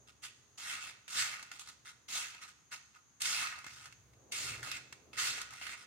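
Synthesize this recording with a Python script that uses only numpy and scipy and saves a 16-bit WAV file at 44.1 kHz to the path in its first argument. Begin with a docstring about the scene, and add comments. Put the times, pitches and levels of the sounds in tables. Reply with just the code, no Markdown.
"""Crushed noodles in a bowl

A hand scoops dry crushed noodles over a battered piece of food in a plastic bowl and presses them on.
Each move bites in, holds and settles in a shower of tiny cracks, with a few larger snaps.
Loose shards on top sound crisp; buried ones make the bowl ring. The counter and kitchen walls echo.
Behind it all lie room air, a thin high whine and a low rumble."""
import sys
import numpy as np
from scipy import signal
from scipy.fft import rfft, irfft, next_fast_len
from scipy.io import wavfile
from scipy.ndimage import uniform_filter1d, map_coordinates

SR = 44100
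rng = np.random.default_rng(int(sys.argv[2]) if len(sys.argv) > 2 else 0)


def digitize_waveform(pressure):
    """Quantize a signal to 16-bit integers and store it at the path in sys.argv[1].

    Rows of a 2-D input are taken as channels; values are limited to [-1, 1].
    """
    field = np.atleast_2d(pressure).T
    bounded = np.clip(field, -1, 1)
    quanta = np.round(bounded * 32767).astype(np.int16)
    wavfile.write(sys.argv[1], SR, quanta)


N = 258732

# The pitches at which the bowl rings: f/Hz, width/Hz, relative level/dB
BOWL_RINGS = [(974, 46, -8), (1261, 81, 1), (1453, 63, 1.5), (1655, 13, -7), (1890, 18, 2), (2097, 17, -2),
              (2290, 47, -3.5), (2626, 122, 0), (2730, 77, -27), (3130, 16, -12), (4250, 140, -10)]
# The tone of cracks deep in the heap: f/Hz, relative level/dB
BURIED_TONE = [(60, -50), (250, -15.5), (500, -22), (800, -8), (1200, -11), (2000, 1.5), (2700, -5),
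               (3500, -6.5), (6000, -20.5), (15000, -33)]
# The brighter tone of cracks on top: f/Hz, relative level/dB
CRISP_TONE = [(100, -57), (700, -22), (1800, -10.5), (3200, 0.5), (4500, -0.35), (6500, 0.5), (8000, -1),
              (10000, -8), (12000, -15), (15500, -22.5)]
# The deep tone of the thuds, also used for the background rumble: f/Hz, relative level/dB
BASS_TONE = [(25, -52), (45, -16), (66, 3), (90, -1), (125, 5.5), (170, -12), (280, -16.5), (600, -36.5)]
def noodles(buried_db=0.58, surface_db=3.0, thud_db=-31):
    """Buried cracks ring the bowl, top ones reach us directly, and each push thuds on the counter."""
    strength = hand_moves()
    buried, surface = tiny_cracks(strength) + snaps()
    body = hand_shading(convolved(buried, ringing(BURIED_TONE, BOWL_RINGS, ring_db=5.5)), patchy_db=2.5)
    crisp = hand_shading(convolved(surface, ringing(CRISP_TONE)), patchy_db=1.7)
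    thud = strength[0] * noise(BASS_TONE, side_db=-32)
    body = hand_damping(body, strength[1])
    return amp(buried_db) * body + amp(surface_db) * crisp + amp(thud_db) * thud


# Fingers dig in and heap crumbs over the food. "Bite" is how far below full strength a move starts.
# t/s, swell/s, bite/dB, hold/s, level/dB, crispness/dB
HAND_SCOOPS = [(0.573, 0.13, 8, 0.032, -46.5, 0), (1.078, .11, 18.5, .025, -38.5, 1),
               (2.079, 0.08, 11, .02, -42, 0.5), (3.199, .059, 10, 0.17, -41.5, 1.5),
               (4.311, .014, 14.5, .175, -46.5, 1.5), (5.164, 0.023, 14.5, 0.09, -40, 0)]
# Short pats and longer squeezes on the heap: t/s, hold/s, level/dB, crispness/dB
HAND_PRESSES = [(0.065, 0.0037, -64, -1), (0.218, .016, -49.5, -0.5), (0.8, .03, -51.5, -2),
                (0.85, 0.0255, -48.5, -7), (1.311, .012, -48, -8), (1.51, 0.037, -58, -3),
                (1.578, 0.021, -57, 1), (1.653, .025, -56, -3), (1.842, 0.033, -57.5, 0),
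                (2.405, .012, -52.5, -3), (2.462, .015, -61, -2), (2.707, 0.0139, -47, -3),
                (2.935, .004, -63.5, -6), (3.661, .19, -58, -2.5), (4.621, 0.13, -48.5, -3.5),
                (5.122, 0.024, -57, -4), (5.351, 0.039, -49, -7), (5.499, 0.084, -57.5, -3),
                (5.604, 0.11, -48, -6.5), (5.758, 0.05, -61, -1.5)]
def hand_moves():
    """All scoops and presses add their power, giving the buried and the surface strength over time."""
    moves = [push(*row, fall_db_per_s=112) for row in HAND_SCOOPS]
    swell_s, bite_db = .02, 14
    moves += [push(start, swell_s, bite_db, *row, fall_db_per_s=391) for start, *row in HAND_PRESSES]
    return np.sqrt(sum(move ** 2 for move in moves))


def push(start, swell_s, bite_db, hold_s, db, crisp_db, fall_db_per_s, rise_s=.009):
    """One move bites in, swells, holds and settles; the crunch gets duller as the fingers sink in."""
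    age = np.maximum(np.arange(N) / SR - start, 0)
    released = np.maximum(age - swell_s - hold_s, 0)
    level = np.minimum(age / rise_s, 1) * amp(db - bite_db * np.maximum(1 - age / swell_s, 0))
    settled_db = fall_db_per_s * released
    sunk_db = np.clip(44 * (age - .13), 0, 9)  # after 0.13 s the top fades and the buried crunch grows
    trickle = amp(-21 - 60 * released)  # loose crumbs keep sliding after the move
    buried = amp(0.41 * sunk_db - settled_db)
    surface = amp(crisp_db) * np.hypot(amp(-sunk_db - settled_db), trickle)
    return level * np.array([buried, surface])


def tiny_cracks(strength, spread_db=1.53, tone_db=0.53, decay_s=0.00097, size=96):
    """Crumbs break at random times: a harder push breaks more of them each second."""
    force = strength[1] / amp(-50)
    per_second = np.clip(2700 * force ** .6, 300, 8000)
    starts = np.flatnonzero(rng.random(N) < per_second / SR)
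    age = np.arange(size)
    places = (starts[:, None] + age).ravel()
    sizes_db = spread_db * np.minimum(rng.exponential(size=len(starts)), 4)
    layers = []
    for level in strength:
        # each crack splits its energy differently between the heap and the open air
        sizes = amp(sizes_db + tone_db * rng.standard_normal(len(starts)))
        waves = crack_waves(len(starts), np.exp(-age / (decay_s * SR))) * sizes[:, None]
        shower = np.array([np.bincount(places, side.ravel(), N + size)[:N] for side in waves])
        # even out the shower so that its loudness follows the hand
        power = uniform_filter1d(uniform_filter1d(np.mean(shower ** 2, axis=0), size=700), size=700)
        layers.append(level * shower / np.sqrt(np.abs(power) + 1e-4))
    return np.array(layers)


def crack_waves(count, shape, direct_share=0.33, lag_samples=3):
    """Each crack is a burst of noise: part reaches the right side first, the bowl scatters the rest."""
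    direct, left, right = np.moveaxis(rng.standard_normal((count, 3, len(shape))), 1, 0) * shape
    late = np.pad(direct, ((0, 0), (lag_samples, 0)))[:, :len(shape)]
    scattered = np.sqrt(1 - direct_share) * np.array([left, right])
    return np.sqrt(direct_share) * np.array([late, direct]) + scattered


# Larger shards breaking one by one: t/s, level before evening out/dB, treble offset before boost/dB
SHARD_SNAPS = [(1.079, -34.5, -18.5), (1.368, -41.5, -27), (1.394, -36, -23), (1.427, -39, -11.5),
               (1.515, -30, -18), (1.594, -42, -7), (1.687, -45.5, -6.5), (2.346, -40, -20),
               (2.489, -48, -13), (3.218, -32, 1), (3.255, -22, -10.5), (3.426, -28, -27),
               (3.469, -30, -27), (3.525, -36, -26), (3.587, -38.5, -15), (3.643, -34, -20),
               (3.665, -35.5, -14.5), (3.856, -38.5, -15.5), (3.924, -43.5, -16.5), (4.134, -54.5, -17.5),
               (4.321, -42.5, 3), (4.629, -31, -15.5), (4.671, -35, -21.5), (4.715, -26, -9),
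               (4.925, -38.5, -13.5), (5.131, -42, -17), (5.191, -27, -12), (5.38, -34, -15),
               (5.415, -28.5, -10.5), (5.506, -40.5, -16), (5.535, -39, -17), (5.613, -31, -24),
               (5.667, -28, -15), (5.692, -30.5, -29)]
def snaps(boost_db=11, attack_s=0.00061, fade_s=0.024, crumble_db=-16, crumble_s=0.13, squeeze=0.49):
    """A larger shard cracks sharply, then crumbles briefly."""
    layers = np.zeros((2, 2, N + SR))
    t = np.arange(SR // 10) / SR
    shape = (1 - np.exp(-t / attack_s)) * (amp(-60 * t / fade_s) + amp(crumble_db - 60 * t / crumble_s))
    typical_db = np.median([db for _, db, _ in SHARD_SNAPS])
    for start, db, treble_db in SHARD_SNAPS:
        # snaps louder than the typical one are turned down toward it
        db -= squeeze * max(db - typical_db, 0)
        at = round(start * SR)
        for layer, level_db in zip(layers, (db, db + treble_db + boost_db)):
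            layer[:, at:at + len(t)] += amp(level_db) * crack_waves(1, shape)[:, 0] / 2
    knock, crack = layers[..., :N]
    # a clean break has a steeper edge, and so more treble, than grinding crumbs
    return np.array([knock, signal.lfilter([1, -0.14], 1, crack)])


def ringing(tone, rings=(), ring_db=0, size=4096):
    """What one click turns into: a broad tone, plus any ringing pitches on top."""
    hz = np.fft.rfftfreq(size, 1 / SR)
    power = amp(along(tone, hz)) ** 2
    for centre, width, db in rings:
        power += amp(db + ring_db) ** 2 / (1 + (2 * (hz - centre) / width) ** 2)
    # this folding puts the ringing after the click, never before it
    cepstrum = irfft(np.log(power + 1e-12) / 2)
    cepstrum[1:size // 2] *= 2
    cepstrum[size // 2 + 1:] = 0
    response = irfft(np.exp(rfft(cepstrum)))
    return response / np.linalg.norm(response)


def hand_shading(x, patchy_db, size=512):
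    """The moving hand keeps changing which pitches escape from the bowl."""
    spectra = signal.stft(x, nperseg=size)[2]
    patches = uniform_filter1d(rng.standard_normal(spectra.shape[1:]), size=9, axis=0)
    patches = uniform_filter1d(uniform_filter1d(patches, size=9, axis=1), size=5, axis=1)
    return signal.istft(spectra * unit(amp(patchy_db * unit(patches))), nperseg=size)[1][:, :N]


def hand_damping(body, strength, firm_db=-42, low_hz=1250):
    """A firm push quiets the bowl's lowest ringing."""
    low = filtered(body, lambda hz: 1 / (1 + (hz / low_hz) ** 6))
    return body - low * strength / (strength + amp(firm_db))


# How long the wall echo takes to fade by 60 dB: f/Hz, fade/s
WALL_FADE = [(200, 0.6), (2000, 0.65), (6000, 0.65), (14000, 0.034)]
def kitchen(x, near_db=-8, near_fade_s=0.033, walls_db=-12):
    """The counter and the pots throw back quick echoes; the walls add a soft tail."""
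    hz, t, spectra = signal.stft(rng.standard_normal((2, SR // 2)), SR, nperseg=256)
    tail = signal.istft(spectra * amp(-60 * t / along(WALL_FADE, hz)[:, None]), SR, nperseg=256)[1]
    age = np.arange(tail.shape[1]) / SR
    near = rng.standard_normal(tail.shape) ** 3 * amp(-60 * age / near_fade_s) * (age > .001)
    echoes = amp(walls_db) * tail / np.linalg.norm(tail, axis=1, keepdims=True)
    echoes += amp(near_db) * near / np.linalg.norm(near, axis=1, keepdims=True)
    return x + convolved(x, echoes)


def whine(db=-71.5, centre_hz=6480, width_hz=330, waver_db=2, wavers_per_s=9.5):
    """A thin, high band of noise whose loudness wavers at random."""
    band = filtered(rng.standard_normal((2, N)), lambda hz: np.exp(-((hz - centre_hz) / width_hz)**2 / 2))
    waver = map_coordinates(rng.standard_normal(N // 100), [np.arange(N) * wavers_per_s / SR])
    return amp(db) * unit(band * amp(waver_db * waver))


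# How the rumble's two parts rise and fall: t/s, relative bass level/dB, relative rush level/dB
RUMBLE_SWELL = [(0.0, -70, -69), (0.13, -74, -76), (2.22, -75, -79), (2.99, -81, -88.5), (3.41, -74, -70),
                (3.55, -72.5, -83), (4.12, -65.5, -72), (4.28, -71, -62.5), (4.51, -55, -59.5),
                (4.9, -67, -68.5), (5.31, -68.5, -59.5), (5.57, -70, -78), (5.67, -68.5, -69),
                (5.87, -77, -74)]
# The tone of the low rushing sound: f/Hz, relative level/dB
RUSH_TONE = [(100, -27), (200, -7), (400, -2), (620, -7.5), (1100, -17.5), (3000, -57)]
def rumble(bass_db=-2, rush_db=-3, hum_db=-78, hum_hz=121):
    """Deep noise and a low rush swell and sink; a faint hum follows the deep part."""
    t = np.arange(N) / SR
    times, *levels = np.transpose(RUMBLE_SWELL)
    bass_swell, rush_swell = amp([np.interp(t, times, db) for db in levels])
    hum = amp(hum_db) * unit(bass_swell) * np.sin(2 * np.pi * hum_hz * t)
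    bass = amp(bass_db) * bass_swell * noise(BASS_TONE, side_db=-13)
    rush = amp(rush_db) * rush_swell * noise(RUSH_TONE, side_db=-6)
    return bass + rush + hum


# The tone of the quiet room: f/Hz, relative level/dB
AIR_TONE = [(25, -42), (45, -19), (65, 4), (120, 4), (200, 3), (600, -8), (1250, -2), (2500, -9.5),
            (5000, -11), (11000, -18.5), (15000, -28)]
def room_air(db=-72):
    """A soft, steady hush from all around."""
    return amp(db) * noise(AIR_TONE, side_db=-1.5)


def noise(tone, side_db):
    """Stereo noise with the given tone; a lower side_db makes left and right more alike."""
    mid, side = filtered(rng.standard_normal((2, N)), lambda hz: amp(along(tone, hz)))
    return unit(np.array([mid + amp(side_db) * side, mid - amp(side_db) * side]))


def amp(db):
    """Turn decibels into a number to multiply by."""
    return 10 ** (np.asarray(db) / 20)


def unit(x):
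    """Scale x to an average power of 1."""
    return x / np.sqrt(np.mean(x ** 2) + 1e-20)


def along(points, hz):
    """Read between the rows of a frequency table, on a pitch-like (log) scale."""
    freqs, values = np.transpose(points)
    return np.interp(np.log(hz + 1), np.log(freqs + 1), values)


def filtered(x, gain_at):
    """Turn each frequency of x up or down by gain_at(hz)."""
    size = next_fast_len(N + SR // 2)
    return irfft(rfft(x, size) * gain_at(np.fft.rfftfreq(size, 1 / SR)), size)[..., :N]


def convolved(x, response):
    """Give every sample of x the same ring or echo."""
    return signal.fftconvolve(np.atleast_2d(x), np.atleast_2d(response), axes=1)[:, :N]


def scene():
    """The bowl stands a little to the right, in front of the quiet background."""
    left_right = amp([[-.8], [1.1]])
    return kitchen(noodles()) * left_right + whine() + rumble() + room_air()


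def record(dry, top_hz=15850):
    """Cut away the very highest treble."""
    return filtered(dry, lambda hz: hz < top_hz)


dry = scene()
out = record(dry)
digitize_waveform(out)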